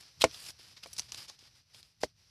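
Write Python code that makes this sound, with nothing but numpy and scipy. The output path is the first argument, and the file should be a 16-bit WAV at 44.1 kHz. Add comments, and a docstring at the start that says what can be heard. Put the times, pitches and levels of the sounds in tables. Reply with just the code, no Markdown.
"""Paring a pineapple with a machete

A machete pares the rind off a pineapple that stands on a log in the grass, close by.
The blade rasps through wet fibres (dense tiny clicks), snaps the tough ones (short bursts) and rings
faintly (fading tones). Twice it breaks through and chops into the log: a push, a bite, a thud, a crack
and ringing wood. Fainter knocks on the log, a soft rustle and a low rumble complete the scene."""
import sys
import numpy as np
from scipy import signal
from scipy.fft import rfft, irfft
from scipy.io import wavfile
from scipy.ndimage import uniform_filter1d

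SR = 44100
rng = np.random.default_rng(int(sys.argv[2]) if len(sys.argv) > 2 else 0)


def output_pcm(signal):
    """Save a mono or channel-first signal as 16-bit PCM at the path in sys.argv[1].

    Samples are clipped to [-1, 1] before scaling.
    """
    pcm = np.clip(np.atleast_2d(signal).T, -1, 1) * 32767
    wavfile.write(sys.argv[1], SR, np.round(pcm).astype(np.int16))


N = 101429  # length in samples, about 2.3 s


def amp(db):
    """Turns decibels into a plain gain."""
    return 10 ** (np.asarray(db) / 20)


def unit(x):
    """Scales a sound to rms 1."""
    return x / np.sqrt(np.mean(x ** 2) + 1e-20)


def add(mix, s, sound):
    """Lays a sound into the mix, starting at s seconds."""
    part = mix[max(round(s * SR), 0):][:len(sound)]
    part += sound[:len(part)]


def colour(x, points, bump=lambda hz: 0):
    """Gives noise the spectrum drawn by the points, plus an optional bump in dB, at rms 1."""
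    hz = np.fft.rfftfreq(len(x), 1 / SR) + 1  # + 1 avoids log(0)
    f, db = np.transpose(points)
    gain = amp(np.interp(np.log(hz), np.log(f), db) + bump(hz))
    return unit(irfft(rfft(x) * gain, len(x)))


def level_curve(points):
    """Draws a gain over the whole scene through (t/s, level/dB) points."""
    return amp(np.interp(np.arange(N) / SR, *np.transpose(points)))


FIBRES_PER_S, FIBRE_SPREAD_DB = 7000, 2.5


def fibres(count):
    """Dense tiny clicks of uneven size and random sign: fibres parting under the edge."""
    size = amp(FIBRE_SPREAD_DB * np.minimum(rng.exponential(1, count), 4))
    sign = rng.choice([-1, 1], count)
    return size * sign * (rng.random(count) < FIBRES_PER_S / SR)


# how loud the low rumble is over time: (t/s, level/dB)
RUMBLE_LEVEL = [(0, -70.5), (.13, -74), (.23, -52), (.33, -68), (.48, -65.5), (.57, -70.5), (.76, -67.5),
                (.87, -70), (.98, -61.5), (1.06, -65.5), (1.15, -62), (1.35, -76), (1.52, -68),
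                (1.66, -78.5), (1.79, -66.5), (1.93, -77.5), (2.02, -68), (2.12, -72.5), (2.3, -72)]
# tone colour of the rumble: (f/Hz, level/dB)
RUMBLE_SPECTRUM = [(20, -19), (45, -6.5), (75, 0.5), (130, -1.5), (200, -15), (400, -32), (1500, -65.5)]


def rumble():
    """Low rumble at the microphone: deep noise that rises and falls."""
    return level_curve(RUMBLE_LEVEL) * colour(rng.standard_normal(N), RUMBLE_SPECTRUM)


# how loud the leaves and grass are over time: (t/s, level/dB)
RUSTLE_LEVEL = [(0, -61.5), (.17, -64.5), (.3, -54.5), (.56, -64), (1.0, -63), (1.37, -68.5), (1.59, -67),
                (1.65, -76.5), (1.72, -66), (1.87, -72), (1.98, -74.5), (2.09, -67), (2.14, -79),
                (2.19, -67.5), (2.3, -68.5)]
# tone colour of the rustle: (f/Hz, level/dB)
RUSTLE_SPECTRUM = [(100, -11), (500, -8.5), (1100, -9), (2200, -5), (3400, -4.5), (4800, 2), (5950, 2),
                   (6500, -12), (8000, -14.5), (12000, -15.5), (14500, -28.5)]


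def rustle():
    """Soft rustle of leaves and grass: many tiny clicks blended with smooth noise."""
    grains = fibres(N) + .5 * rng.standard_normal(N)
    return level_curve(RUSTLE_LEVEL) * colour(grains, RUSTLE_SPECTRUM)


# blade or fruit meets the log:
# (t/s, level/dB, pitch factor, contact time/s, splinter crack level/dB, ring length factor)
CHOPS = [(.2408, -0.7, 1.0, .0001, -16, 1.0), (.5960, -53, .7, .0003, -12, 1.0),
         (.8600, -36, 1.04, .00014, -10, 1.1), (1.2995, -40, 1.65, .00028, -22, .8),
         (1.4280, -57, .54, .0005, -20, 1.0), (2.0356, -11, .935, .00021, -25, .8)]
# ways the log rings with the blade in it, before the factors of each chop:
# (f/Hz, level/dB, time to fade by 60 dB/s)
LOG_MODES = [(170, -29, .06), (250, -28, .08), (312, -23, .075), (428, -18, .06), (512, -6, .031),
             (653, -11, .042), (852, -25, .035), (1065, -21, .029), (1453, -4, .007), (1814, -22, .023),
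             (2230, -13, .022), (2476, -13, .009), (2946, -16, .012), (4267, -26, .05)]
# tone colour of cracking wood: (f/Hz, level/dB)
CRACK_SPECTRUM = [(200, -13.5), (700, -7.5), (1100, -1.5), (1650, -5.5), (2300, 0), (3300, -6),
                  (4200, -5.5), (5800, -7), (7000, -10.5), (10000, -16.5), (14500, -36.5)]
PUSH_S, PUSH_DB = .000346, -4  # the width is divided by the pitch factor
BITE_DELAY_S, BITE_DB = .00035, -8
THUD_HZ, THUD_DB, THUD_PEAK_S = 78, -31.5, .0073
BUILD_CYCLES = 1.6  # each ring swells over about this many cycles of its unscaled pitch
CRACK_RISE_S, CRACK_DECAY_S = .0003, .003
SPLINTER_DB, SPLINTER_DECAY_S = -16, .012  # weaker, longer tail of the crack


def pulse(u):
    """A single push with a dip on either side, as the wood gives and springs back."""
    return (1 - u ** 2) * np.exp(-u ** 2 / 2)


def log_ring(after, pitch, contact, length):
    """The log's modes swell and die away; a longer contact excites the high ones less."""
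    ring = 0
    for hz, level, t60 in LOG_MODES:
        decay = amp(level - 60 * after / (t60 * length))
        softness = 1 + (2 * hz * contact) ** 2
        build = 1 - np.exp(-(after * hz / BUILD_CYCLES) ** 2)
        ring = ring + decay / softness * np.cos(2 * np.pi * hz * pitch * after) * build
    return ring


def chops():
    """Each blow pushes the log, bites into it, thuds on the ground, and leaves wood ringing and cracking."""
    out = np.zeros(N)
    t = np.arange(-SR // 200, SR // 5) / SR  # starts 5 ms early, to hold the front of the push
    after = np.maximum(t, 0)
    for s, db, pitch, contact, crack_db, length in CHOPS:
        push = amp(PUSH_DB) * pulse(t * pitch / PUSH_S)
        bite = amp(BITE_DB) * pulse((t - BITE_DELAY_S) / contact)
        swell = np.exp(-(after / THUD_PEAK_S - 1) ** 2)
        thud = amp(THUD_DB) * np.sin(2 * np.pi * THUD_HZ * after) * swell
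        ring = log_ring(after, pitch, contact, length)
        fade = np.exp(-after / CRACK_DECAY_S) + amp(SPLINTER_DB) * np.exp(-after / SPLINTER_DECAY_S)
        fade *= np.minimum(after / CRACK_RISE_S, 1)
        crack = amp(crack_db) * fade * colour(rng.standard_normal(len(t)), CRACK_SPECTRUM)
        add(out, s + t[0], amp(db) * (push + bite + thud + ring + crack))
    return out


# bundles of rind fibre snap:
# (t/s, level/dB, rise/s, decay/s, centre f/Hz, blade ring level against the tear/dB)
SNAPS = [(.2110, -28.5, 0.0004, 0.0045, 3430, -26), (.2180, -19, 0.00035, 0.0044, 3760, -22),
         (0.2234, -36, 0.0005, 0.012, 4400, -14), (0.312, -48, 0.00064, 0.0035, 3730, -19),
         (0.344, -42, .0008, 0.0047, 3780, -25), (0.462, -43, .003, 0.006, 5000, -20),
         (0.4864, -43.5, .0005, 0.0026, 4840, -7.5), (0.5042, -41, .0005, .003, 4880, -30.5),
         (0.7691, -54.5, 0.00075, 0.0029, 4220, -31), (0.8344, -45.5, .002, 0.0028, 4200, -13.5),
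         (0.869, -62.5, 0.0018, 0.01, 4800, 5.5), (.9300, -55.5, 0.00051, 0.0057, 5740, 14.5),
         (0.964, -47, 0.0012, 0.0093, 5200, -7), (.9790, -41, 0.0037, 0.0067, 5630, -1),
         (.9855, -32.5, 0.00052, 0.0042, 5370, -12.5), (0.9946, -22, 0.00091, 0.00084, 5600, -36),
         (0.9979, -38, .001, 0.0029, 5570, -14), (1.0010, -33, 0.00014, 0.0012, 5600, -17),
         (1.02, -48.5, 0.00067, .002, 4740, -25), (1.1202, -29.5, 0.00036, 0.0011, 5400, -32),
         (1.122, -42, 0.00058, 0.004, 5130, -39), (1.1452, -34.5, .0004, .002, 5500, -31),
         (1.1809, -47, 0.00053, 0.0057, 4650, -30), (1.2025, -51, .0005, .002, 3800, -16),
         (1.2415, -68, .001, .003, 4570, -25), (1.281, -48, 0.0035, 0.018, 4900, -30.5),
         (1.297, -41.5, .0005, 0.0034, 5030, -29), (1.3892, -54, 0.00051, 0.0054, 5070, -27),
         (1.7450, -51, 0.0015, 0.0043, 4246, -28), (1.8291, -46.5, 0.00054, .002, 4510, -33),
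         (2.0138, -48.5, 0.0028, 0.0043, 4720, -24), (2.0285, -35, 0.0061, 0.008, 4860, -25)]
# tone colour of a snap, before the peak at its centre: (f/Hz, level/dB)
SNAP_SPECTRUM = [(100, -13), (500, -11.5), (1100, -7.5), (1900, -11), (2700, -1.5), (5000, -3.5),
                 (6300, -3), (7200, -8.5), (10000, -11.5), (12000, -17.5), (14500, -24)]
# ways the steel blade rings: (f/Hz, level against each other/dB, time to fade by 60 dB/s)
BLADE_MODES = [(6030, -15.5, 0.014), (7970, -7.5, .022), (9880, 2.5, 0.024), (13100, 0, .025),
               (14150, -2.5, .02)]
PEAK_DB, PEAK_OCTAVES = 9, .34  # height and width of the peak at the centre frequency
TAIL_DB, TAIL_DECAY_S = -27.5, .012
SNAP_HISS = .4  # smooth noise among the single fibres


def snaps():
    """A bundle of fibres tears in a short burst and makes the steel blade ring."""
    out, t = np.zeros(N), np.arange(SR // 10) / SR
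    steel = sum(amp(db - 60 * t / t60) * np.sin(2 * np.pi * hz * t) for hz, db, t60 in BLADE_MODES)
    for s, db, rise, decay, centre, ring_db in SNAPS:
        def peak(hz):
            """Lifts the frequencies near the centre of this snap, in dB."""
            return PEAK_DB * np.exp(-.5 * (np.log2(hz / centre) / PEAK_OCTAVES) ** 2)

        late = np.maximum(t - rise, 0)
        shape = np.exp(-late / decay) + amp(TAIL_DB) * np.exp(-late / TAIL_DECAY_S)
        shape *= np.minimum(t / rise, 1)
        grains = fibres(len(t)) + SNAP_HISS * rng.standard_normal(len(t))
        tear = shape * colour(grains, SNAP_SPECTRUM, peak)
        ring = unit(signal.fftconvolve(tear, steel)[:len(t)])
        strength = amp(db) * np.sqrt(np.mean(shape ** 2))  # a shorter burst carries less energy
        add(out, s, strength * (unit(tear) + amp(ring_db) * ring))
    return out


# slicing strokes:
# (start t/s, length/s, mid-stroke level/dB, swell over the stroke/dB, spray level against the rasp/dB)
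STROKES = [(0, 0.028, -57, -20, -5.5), (0.017, 0.077, -61.5, -4.5, -15), (0.196, 0.023, -47, 22, -5),
           (0.316, 0.064, -54, 6.5, -6.5), (0.384, 0.12, -51.5, 4.5, -2.5), (0.583, 0.15, -59, -3, -10.5),
           (0.763, 0.025, -53.5, -12, -24.5), (0.825, 0.016, -47, 1.5, -13.5), (0.85, 0.12, -64, 5, -5),
           (0.985, 0.085, -57, -11, -7.5), (1.08, 0.041, -57.5, -13.5, -14),
           (1.115, 0.064, -54.5, -2.5, -7), (1.168, 0.089, -51, -8, -8.5), (1.273, 0.082, -59, -11, -12.5),
           (1.382, 0.099, -62, 2.5, -12), (1.544, 0.063, -67.5, -5, -10.5), (1.731, 0.077, -60.5, 1, -7),
           (1.825, 0.097, -71, -12, -7.5), (2.001, 0.044, -55.5, 8, -5)]
# tone colour of the rasping edge: (f/Hz, level/dB)
RASP_SPECTRUM = [(150, -12), (600, -14.5), (1300, -11.5), (2100, -10), (3300, -6.5), (4200, -5.5),
                 (5000, 1), (5800, -10.5), (6800, -17), (9000, -32), (14500, -34.5)]
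# tone colour of the fine wet spray: (f/Hz, level/dB)
SPRAY_SPECTRUM = [(150, -35), (4500, -24), (7000, 0.5), (9000, 1), (11500, 0), (13000, -10.5), (14500, -9)]
STROKE_RISE_S, STROKE_FADE_S = .011, .008
GRAB_DB, GRAB_S = 1.17, .004  # typical swing of the grip, and how long it is smoothed
CRACKLES_PER_S, CRACKLE_DB, CRACKLE_SPREAD_DB, CRACKLE_DECAY_S = 320, -11, 3, .0005


def crackles():
    """Coarser crackles: sparse bursts of noise of uneven size that die away fast."""
    size = amp(CRACKLE_SPREAD_DB * np.minimum(rng.exponential(1, N), 2))
    clicks = (rng.random(N) < CRACKLES_PER_S / SR) * size
    bursts = signal.lfilter([1], [1, -np.exp(-1 / (CRACKLE_DECAY_S * SR))], clicks)
    return amp(CRACKLE_DB) * colour(bursts * rng.standard_normal(N), SNAP_SPECTRUM)


def slicing():
    """The edge grabs and slips through the rind: a rasp with crackles and a fine wet spray on top."""
    t, body, fine = np.arange(N) / SR, np.zeros(N), np.zeros(N)
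    for start, length, db, swell_db, spray_db in STROKES:
        age = t - start
        effort = amp(db + swell_db * (np.clip(age / length, 0, 1) - .5))
        effort *= np.clip(age / STROKE_RISE_S, 0, 1)
        effort *= np.exp(-np.maximum(age - length, 0) / STROKE_FADE_S)
        body = np.hypot(body, effort)  # overlapping strokes add as energy
        fine = np.hypot(fine, effort * amp(spray_db))
    grab = unit(uniform_filter1d(rng.standard_normal(N), max(int(GRAB_S * SR), 1)))
    rasp = body * (colour(fibres(N), RASP_SPECTRUM) + crackles())
    spray = fine * colour(fibres(N), SPRAY_SPECTRUM)
    return amp(GRAB_DB * grab) * (rasp + spray)


SCATTER_DB, SCATTER_T60_S = -23.5, .068


def scatter(x):
    """Brief, weak reflections from the ground and plants: random echoes that fade quickly."""
    t = np.arange(SR // 4) / SR
    echoes = rng.standard_normal(len(t)) * (rng.random(len(t)) < 2000 / SR)  # about 2000 per second
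    echoes *= (t > .004) * amp(-60 * t / SCATTER_T60_S)  # none in the first 4 ms
    return x + amp(SCATTER_DB) * signal.fftconvolve(x, echoes / np.linalg.norm(echoes))[:N]


def scene():
    """Cutting close by, in the open air, over the rustle and rumble."""
    cutting = scatter(chops() + snaps() + slicing())
    return (cutting + rustle() + rumble())[None]


LOW_CUT_HZ, TOP_EDGE_HZ = 52, 14350


def record(dry):
    """The microphone's low cut and the recorder's band limit."""
    low_cut = signal.butter(2, LOW_CUT_HZ, "high", fs=SR, output="sos")
    thin = signal.sosfilt(low_cut, dry)
    band_limit = signal.firwin(255, TOP_EDGE_HZ, window=("kaiser", 8), fs=SR)
    return signal.oaconvolve(thin, band_limit[None], "same")


dry = scene()
out = record(dry)
output_pcm(out)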